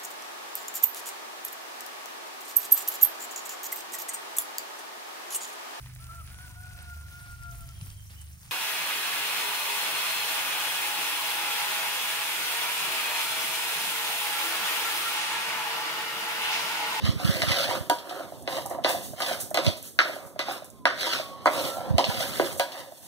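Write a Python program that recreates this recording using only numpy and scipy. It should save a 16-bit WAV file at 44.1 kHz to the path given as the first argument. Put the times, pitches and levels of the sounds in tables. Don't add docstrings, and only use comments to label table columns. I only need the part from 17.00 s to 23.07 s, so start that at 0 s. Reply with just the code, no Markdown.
import sys
import numpy as np
from scipy import signal
from scipy.fft import rfft, irfft
from scipy.io import wavfile
from scipy.ndimage import map_coordinates

SR = 44100
rng = np.random.default_rng(int(sys.argv[2]) if len(sys.argv) > 2 else 0)


def generate_wav(sig):
    pcm = np.round(np.clip(np.atleast_2d(sig).T, -1, 1) * 32767).astype(np.int16)
    wavfile.write(sys.argv[1], SR, pcm)


N = 267891
T = np.arange(N) / SR

# frequency in Hz, gain in dB.
KITCHEN_EQ = [(25, -22.5), (50, -9), (80, 2), (130, 5), (250, 0.5), (600, -9.5), (1200, -30), (3000, -83),
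              (15000, -51)]
# time in seconds, level in dB.
KITCHEN_RIDE = [(0, -42), (0.85, -45), (0.98, -56), (1.4, -48.5), (1.85, -45.5), (2.25, -47), (2.65, -47),
                (3.0, -52.5), (3.6, -53.5), (4.3, -47.5), (4.7, -46), (5.55, -42.5), (5.66, -57.5),
                (6.07, -59.5)]
# centre in seconds, relative level in dB.
THUMPS = [(0.038, -29), (0.091, -24.5), (0.163, -33.5), (0.25, -24.5), (0.293, -26.5), (0.358, -40),
          (0.433, -35), (0.478, -31.5), (0.508, -32), (0.687, -42), (0.807, -41), (2.677, -23.5),
          (4.909, -29.5), (4.946, -24), (5.091, -34), (5.179, -41)]
# frequency in Hz, gain in dB.
RUMBLE_EQ = [(50, -31), (80, 6.5), (130, -6), (200, 7), (350, -10), (900, -53)]
# start, crest and end in seconds, first and last pitch in Hz, level in dB.
SQUEALS = [(3.71, 3.81, 3.87, 1080, 1005, -54), (4.14, 4.28, 4.5, 1113, 1110, -45),
           (4.58, 4.73, 4.92, 1365, 1340, -44)]
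# start in seconds, level in dB.
TICKS = [(1.424, -53), (1.6615, -40), (1.698, -47), (2.506, -45), (2.827, -46), (3.6448, -50), (3.702, -53)]
# start in seconds, relative level in dB.
SPURTS = [(1.698, -34), (1.888, -21), (2.401, -19.5), (2.767, -34), (2.868, -33), (3.263, -39),
          (3.516, -30), (3.645, -39), (5.52, -29), (5.575, -27)]
# start in seconds, level in dB.
CATCHES = [(0.05, -38), (0.246, -39), (0.308, -38), (0.424, -33), (0.487, -33), (0.521, -33), (0.585, -34),
           (0.607, -33), (0.632, -34), (0.985, -44), (1.094, -44), (1.839, -39), (2.219, -33), (2.262, -37),
           (4.008, -35), (4.066, -36), (4.59, -40), (4.65, -39), (5.385, -42), (5.719, -44)]
# frequency in Hz, gain in dB.
SLIDE_EQ = [(3000, -8), (5500, 0), (7300, 4), (8300, 4.5), (10000, 4.5), (13000, 3.5), (15500, 0)]
# frequency in Hz, gain in dB.
GRIND_EQ = [(200, 3), (330, 5.5), (440, 8), (620, 4), (850, -1), (1300, 10.5), (1650, 10.5), (2350, 4.5),
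            (3200, 9.5), (4150, 7.5), (5200, 4.5), (7300, 1), (10000, 4.5), (15000, -2)]
# frequency in Hz, gain in dB.
GRIND_ROLLOFF = [(6500, -4.5), (9000, -14.5)]
STROKES = [(0.065, 0.12, 0.0078, -43.5, -36, -32, -44), (0.239, 0.1, 0.21, -41.5, -36.5, -35, -39.5),
           (0.515, 0.23, 0.14, -38.5, -32.5, -29.5, -39.5), (0.697, 0.11, 0.012, -32.5, -30, -31.5, -37.5),
           (1.096, 0.22, 0.15, -44, -46.5, -51, -51.5), (1.287, 0.111, 0.11, -52.5, -79, -58, -53),
           (1.498, 0.037, 0.08, -40, -43.5, -40, -41.5), (1.71, 0.016, 0.0088, -35, -44.5, -50, -53),
           (1.893, 0.052, 0.0047, -34, -32.5, -31.5, -34), (2.037, 0.067, 0.027, -56.5, -61, -48.5, -40.5),
           (2.205, 0.048, 0.11, -37, -35, -33.5, -37), (2.648, 0.05, 0.025, -44, -41.5, -37.5, -42),
           (2.854, 0.093, 0.0081, -64, -60.5, -52.5, -45.5), (3.05, 0.073, 0.099, -42, -44.5, -45.5, -46.5),
           (3.185, 0.081, 0.071, -47.5, -52.5, -63, -52), (3.504, 0.098, 0.0055, -38.5, -36, -36, -46),
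           (3.673, 0.083, 0.11, -66, -68, -65, -61.5), (4.01, 0.076, 0.16, -41.5, -34.5, -30.5, -40),
           (4.217, 0.13, 0.24, -51.5, -58, -56, -68), (4.537, 0.098, 0.14, -35.5, -39.5, -35.5, -37),
           (4.768, 0.072, 0.14, -40.5, -50, -50.5, -53), (5.13, 0.2, 0.13, -42, -39, -35.5, -39.5),
           (5.297, 0.16, 0.18, -43, -41, -38, -39), (5.736, 0.094, 0.068, -44.5, -44, -44.5, -47),
           (5.938, 0.16, 0.15, -62.5, -68, -58.5, -50.5)]
RELEASE_RATES = [132, 200, 178, 104]
JOLT_DB = [-3.5, 2, 0.5, -5]
# frequency in Hz, level on contact in dB, decay time
# multiplier, level in the free ring in dB.
MODES = [(296, -16, 1.3, -14), (562.5, 1.5, 2, -13.5), (628.5, 10, 0.51, -25), (683.7, 11.5, 0.6, -22),
         (728.7, 4, 1.73, -13.5), (785, 0, 1.07, -33), (953.3, 5.5, 1.4, 2.5), (1062, -2.5, 0.75, -30),
         (1226, 3.5, 1.1, -20), (1483, 0, 1.4, -3), (1538, -4, 1.6, -30), (1633, -1, 1.23, -4.5),
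         (1850, -4.5, 1.5, -23), (2003, 9, 0.38, -16), (2520, 2, 0.4, -14), (2865, -8.5, 1, -13.5),
         (3200, -16, 1.0, -15), (4065, 4, 0.34, -11), (4520, -10, 0.5, -4)]
BANDS = [(255, 400), (490, 1050), (1050, 2300), (2300, 5200), (5200, 15500)]
THUD, BODY, CLACK, EDGE, SNAP = range(5)
# start in seconds, most excited frequency in Hz, relative level in dB.
BUMPS = [(0.197, 750, -35.5), (0.433, 640, -28), (0.592, 537, -32), (0.708, 950, -32), (0.749, 652, -35.5),
         (1.109, 750, -35), (1.203, 659, -34.5), (1.32, 656, -39.5), (1.582, 650, -32.5), (1.654, 835, -35),
         (1.71, 668, -29.5), (1.784, 675, -32), (1.946, 687, -32), (2.132, 620, -39.5), (2.31, 660, -28.5),
         (2.51, 640, -33.5), (2.683, 614, -28.5), (3.056, 638, -34), (3.094, 612, -33.5),
         (3.162, 637, -36.5), (3.359, 640, -39.5), (3.482, 774, -29.5), (3.62, 623, -41.5),
         (4.065, 868, -31), (4.196, 620, -31.5), (5.098, 853, -32.5), (5.56, 591, -37.5), (5.92, 650, -44)]
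# start in seconds, most excited frequency in Hz, base decay time in seconds,
# levels of body, clack, edge, snap, hum and ping in dB, length of the free ring in seconds.
KNOCKS = [(0.419, 1780, 0.15, -39, -33, -31, -42, -52, -46, 0.02),
          (0.518, 1910, 0.2, -55, -43, -29, -40, -45, -44, 0.02),
          (0.898, 730, 0.081, -25.5, -38, -34, -33, -18.5, -29.5, 0.036),
          (1.476, 556, 0.15, -34, -40, -37, -59, -54, -46, 0.02),
          (1.846, 592, 0.23, -24.5, -33, -28, -52, -38, -34, 0.012),
          (2.203, 1350, 0.21, -37.5, -35, -60, -47, -60, -50, 0.02),
          (2.544, 617, 0.4, -31, -41, -33.5, -35, -41, -40, 0.025),
          (2.573, 673, 0.14, -25, -31, -31.5, -41, -31, -46, 0.017),
          (2.665, 566, 0.16, -35.5, -62, -28.5, -44, -56, -48, 0.0194),
          (2.9895, 1600, 0.076, -32, -20, -24.5, -44, -43, -26, 0.03),
          (3.392, 583, 0.48, -37.5, -37, -33, -44, -45, -37, 0.022),
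          (3.8544, 1650, 0.11, -25.5, -21.5, -28.5, -44, -21, -41, 0.014),
          (4.133, 670, 0.12, -44, -41.5, -32, -54, -42, -48, 0.02),
          (4.458, 1016, 0.066, -22, -23.5, -45.5, -44.5, -24, -27, 0.021),
          (4.469, 634, 0.2, -23.5, -54, -41.5, -45, -36, -49, 0.02),
          (4.982, 680, 0.1, -20, -39, -28, -36.5, -22, -50, 0.026),
          (5.042, 734, 0.077, -43, -64, -30.5, -61, -50, -54, 0.02),
          (5.3969, 520, 0.048, -22, -31.5, -44, -59, -38, -34, 0.029),
          (5.5968, 680, 0.11, -27.5, -37, -32, -34, -27.5, -30, 0.041)]
# most excited frequency in Hz, level against the body in dB.
THUD_WEIGHT = [(500, -2.5), (600, -9), (700, -30.5), (1000, -19), (1600, -28)]
# frequency in Hz, gain in dB.
SNAP_EQ = [(5200, 3), (8500, 1.5), (12000, 0), (15000, 0)]
# frequency in Hz, side over mid in dB.
PORT_WIDTH = [(100, -5), (170, -5), (300, -12), (600, -14), (900, -2), (1300, 4), (2000, -1), (4000, -1),
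              (8000, 0)]
# frequency in Hz, left over right in dB.
PORT_BALANCE = [(100, -6.5), (300, -2.5), (1500, -2.5), (2500, 0), (3200, 0.5), (4200, -1.5), (8000, -2),
                (14000, -3.5)]
# frequency in Hz, lead in radians.
PORT_LEAD = [(150, 0), (350, .35), (700, .3), (1100, 0)]


def undb(db):
    return 10 ** (np.asarray(db) / 20)


def unit(x):
    return x / np.sqrt(np.mean(x ** 2) + 1e-20)


def at_hz(points, hz):
    f, value = np.transpose(points)
    return np.interp(np.log(hz + 1), np.log(f), value)


def eq(x, curve):
    size = x.shape[-1]
    gain = undb(at_hz(curve, np.fft.rfftfreq(2 * size, 1 / SR)))
    return irfft(rfft(x, 2 * size) * gain)[..., :size]


def band(x, index):
    return signal.sosfilt(signal.butter(4, BANDS[index], "band", fs=SR, output="sos"), x)


def hit_band(x, index, db):
    x = band(x, index)
    return x * undb(db) / np.sqrt(np.mean(x[:, :SR * 3 // 100] ** 2, axis=1, keepdims=True))


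def fade(t, t60):
    return np.exp(-np.log(1000) * t / max(t60, 1e-3))


def attack(rise_s, size):
    return 1 - np.exp(-T[:size] / rise_s)


def burst(t60, size):
    return rng.standard_normal((2, size)) * fade(T[:size], t60)


def ring(hz, t60, size):
    phase = 2 * np.pi * hz * T[:size] + np.array([[0], [np.pi / 2]])
    return np.sin(phase) * fade(T[:size], t60) * attack(0.00008, size)


def convolve(x, response):
    return signal.fftconvolve(np.atleast_2d(x), response, axes=1)[:, :N]


def add(out, s, x):
    i = int(s * SR)
    x = x[..., max(-i, 0):N - i]
    out[:, max(i, 0):max(i, 0) + x.shape[-1]] += x


def walk(rate):
    points = rng.standard_normal(int(N / SR * rate) + 2)
    return unit(np.interp(T * rate, np.arange(len(points)), points))


def grains(rate, spread_db):
    hits = rng.random(N) < rate / SR
    strength = np.minimum(rng.exponential(size=N), 4)
    return hits * undb(spread_db * strength) * rng.choice([-1, 1], N)


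def room(x, wet_db, t60=0.41, size=22050):
    build_up = 1 - np.exp(-(T[:size] / 0.01) ** 2)
    tail = eq(burst(t60, size) * build_up, [(150, 1.6), (600, -0.95), (4000, 0.71), (14000, 0.79)])
    return x + undb(wet_db) * convolve(x, unit(tail) / np.sqrt(size))


def phone_ports(mid_side, lag_s=1 / 2480):
    hz = np.fft.rfftfreq(N, 1 / SR)
    comb = np.exp(-(hz / 13000) ** 3) * (.04 + .955 * np.cos(2 * np.pi * hz * lag_s))
    side_ratio = (1 + comb) / (1 - comb) * undb(at_hz(PORT_WIDTH, hz)) ** 2
    power_share = np.array([np.ones_like(hz), side_ratio]) / (1 + side_ratio)
    mid, side = rfft(mid_side) * np.sqrt(power_share)
    lean = undb(at_hz(PORT_BALANCE, hz) / 2) * np.exp(1j * at_hz(PORT_LEAD, hz) / 2)
    return irfft(np.array([(mid + side) * lean, (mid - side) / lean]), N)


def kitchen_tone():
    rumble = unit(eq(rng.standard_normal((2, N)), KITCHEN_EQ))
    return rumble * undb(np.interp(T, *np.transpose(KITCHEN_RIDE)) + 2 * walk(27))


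def handling(thump_hz=124, width_s=0.0037, rumble_s=0.014, size=8820):
    out = np.zeros((2, N))
    t = T[:size] - T[size // 2]
    for s, db in THUMPS:
        rumble = unit(eq(rng.standard_normal(size), RUMBLE_EQ)) * np.exp(-np.abs(t) / rumble_s)
        phase = 2 * np.pi * thump_hz * t + rng.uniform(0, 2 * np.pi)
        thump = np.cos(phase) * np.exp(-np.abs(t / width_s) ** 1.4)
        add(out[1:], s + t[0], undb(db) * (thump + undb(-10.5) * rumble))
    return undb(16) * signal.sosfilt(signal.butter(6, 62, "high", fs=SR, output="sos"), out)


def squeals(fade_s=0.026):
    out = np.zeros((2, N))
    for start, crest, end, first_hz, last_hz, db in SQUEALS:
        glide = np.interp(T, [start, end], [first_hz, last_hz])
        hz = glide * (1 + 0.00408 * walk(40) + 0.01 * walk(400))
        arch_db = np.interp(T, [start, crest, end], [-8, 0, -8])
        gate = np.clip(np.minimum(T - start, end - T) / fade_s, 0, 1)
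        swell = gate * undb(db + arch_db + 2.7 * walk(27.4) + 1.5 * walk(160))
        out[0] += np.sqrt(2) * swell * np.sin(2 * np.pi * np.cumsum(hz) / SR)
    return out


def grain_ticks(skitter_db=-11, size=4096):
    out = np.zeros((2, N))
    for s, db in TICKS:
        contact = burst(0.009, size) + undb(skitter_db) * burst(0.09, size)
        add(out, s, hit_band(eq(contact, SLIDE_EQ), SNAP, db))
    return out


def rice_spurts(click_db=-11, shower_db=-7.5, size=8192):
    out = np.zeros((2, N))
    for s, db in SPURTS:
        patter = unit(grains(rate=21000, spread_db=2.5)[:size])
        shower = undb(shower_db) * patter * burst(0.19, size) * attack(0.0039, size)
        click = undb(click_db) * burst(0.011, size)
        add(out, s, undb(db) * eq(click + shower, SLIDE_EQ))
    return out


def grain_catches(top_db=-9):
    out = np.zeros((2, N))
    for s, db in CATCHES:
        rasp = eq(burst(t60=0.11, size=6144), GRIND_EQ)
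        add(out, s, hit_band(rasp, EDGE, db) + hit_band(rasp, SNAP, db + top_db))
    return out


def pot(focus_hz, focus_db, t60, dense_db, crack_db, size=8192):
    modes = 0
    for hz, db, sustain, _ in MODES:
        nearness = np.exp(-(np.log(hz / focus_hz) / 0.11) ** 2)
        modes = modes + undb(db + focus_db * nearness) * ring(hz, t60 * sustain, size)
    contact = undb(dense_db) * burst(t60, size) + undb(crack_db) * burst(0.014, size)
    return modes + eq(contact, GRIND_EQ)


def spoon_drift(x, depth=0.035):
    playhead = np.cumsum(1 + depth * walk(30))
    return np.array([map_coordinates(channel, [playhead], mode="mirror") for channel in x])


def far_wall(x, lag_s=0.000928, travel_s=0.000262, echo_db=-5):
    when = T - lag_s - travel_s * walk(5)
    return x + undb(echo_db) * np.array([np.interp(when, T, channel) for channel in x])


def clumps(per_s=80, t60=0.11, depth=0.09, size=4096):
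    swish = fade(T[:size], t60) * attack(0.002, size)
    breaks = 1. * (rng.random(N) < per_s / SR)
    flow = convolve(breaks, swish[None])[0]
    return 1 + depth * unit(flow - flow.mean())


def crackle(slips, decay_s=0.0005, rub=0.9):
    bursts = convolve(np.abs(slips), np.exp(-T[:256] / decay_s)[None])
    return rng.standard_normal((2, N)) * (unit(bursts) + rub)


def stir_envelopes(rise_db=19.5, jolt_rise_s=0.0059, jolt_fall_db_per_s=283):
    gains = np.zeros((4, N))
    for s, rise_s, hold_s, *levels in STROKES:
        build_db = rise_db * np.maximum(s - T, 0) / rise_s
        release_db = np.outer(RELEASE_RATES, np.maximum(T - s - hold_s, 0))
        gains = np.maximum(gains, undb(levels)[:, None] * undb(-build_db - release_db))
    for s, _, _, *levels, _, _, _ in KNOCKS:
        onset = np.clip((T - s) / jolt_rise_s, 0, 1)
        jolt = onset * undb(-jolt_fall_db_per_s * np.maximum(T - s - jolt_rise_s, 0))
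        gains = np.maximum(gains, np.outer(undb(JOLT_DB) * undb(levels), jolt))
    return gains


def stirring(surge_db=1.2, chatter_db=1.5):
    body, clatter, grind, slide = stir_envelopes()
    surge = undb(surge_db * walk(45)) * clumps()
    slips = grains(rate=1500, spread_db=2.5) * undb(2 * walk(70))
    hollow = convolve(slips, pot(596, focus_db=22, t60=0.051, dense_db=32.5, crack_db=3))
    rattle = spoon_drift(convolve(slips, pot(1300, focus_db=4, t60=0.022, dense_db=12, crack_db=2)))
    crunch = eq(crackle(slips), GRIND_EQ)
    scrape = far_wall(unit(rattle) + undb(6) * unit(crunch)) * surge
    hiss = unit(eq(rng.standard_normal((2, N)), SLIDE_EQ)) * surge * undb(0.39 * walk(120))
    chatter = undb(chatter_db * walk(220))
    return (undb(-7.5) * body * unit(band(scrape, THUD))
            + undb(-0.5) * body * unit(band(scrape, BODY))
            + undb(-1.5) * body * unit(band(hollow, BODY))
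            + undb(-1.76) * clatter * unit(band(scrape, CLACK) * chatter)
            + undb(-1.34) * grind * unit(band(scrape, EDGE))
            + undb(-14) * grind * unit(eq(band(scrape, SNAP), GRIND_ROLLOFF))
            + undb(-0.13) * slide * hiss)


def spoon_bumps(trim_db=-2):
    out = np.zeros((2, N))
    for s, hz, db in BUMPS:
        bump = pot(hz, focus_db=34.5, t60=0.079, dense_db=27, crack_db=-15)
        bump *= attack(0.0018, bump.shape[1])
        for index, share_db in ((THUD, -18), (BODY, 0), (CLACK, -19.5)):
            add(out, s, hit_band(bump, index, db + share_db + trim_db))
    return out


def wall_rings(free_t60=0.3, pressed_t60=0.078, hum_top_hz=1100, size=8192):
    out = np.zeros((2, N))
    for s, *_, hum_db, ping_db, free_s in KNOCKS:
        damping = fade(np.maximum(T[:size] - free_s, 0), pressed_t60)
        for hz, _, sustain, db in MODES:
            gain = undb(db + (hum_db if hz < hum_top_hz else ping_db))
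            add(out, s, gain * ring(hz, free_t60 * sustain, size) * damping)
    return out


def spoon_knocks(push_db=22, push_cycles=10.7, size=8192):
    out = np.zeros((2, N))
    for s, hz, t60, body_db, clack_db, edge_db, snap_db, *_ in KNOCKS:
        knock = pot(hz, focus_db=12, t60=t60, dense_db=-2, crack_db=12, size=size)
        knock += undb(push_db) * ring(hz, push_cycles / hz, size)
        thud_db = body_db + at_hz(THUD_WEIGHT, hz)
        layers = (THUD, thud_db, 0.59), (BODY, body_db, 1), (CLACK, clack_db, 0.35), (EDGE, edge_db, 0.73)
        for index, db, damping_t60 in layers:
            add(out, s, hit_band(knock * fade(T[:size], damping_t60), index, db))
        snap = eq(knock + undb(27) * burst(0.0029, size), SNAP_EQ)
        tilt = [(6000, 0), (14000, 0.35 * (snap_db + 33))]
        add(out, s, hit_band(eq(snap, tilt), SNAP, snap_db))
    return out


def scene():
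    background = kitchen_tone()
    clay = room(spoon_knocks() + spoon_bumps(), wet_db=-8) + room(wall_rings(), wet_db=-13.5)
    rice = room(stirring() + grain_catches() + grain_ticks() + rice_spurts(), wet_db=-9.5)
    return phone_ports(clay + rice + squeals() + handling() + background)


def record(dry, drive=0.7, top_hz=15600):
    rounded = np.tanh(drive * dry) / drive
    return signal.sosfilt(signal.ellip(10, .2, 80, top_hz, fs=SR, output="sos"), rounded)


dry = scene()
out = record(dry)
generate_wav(out)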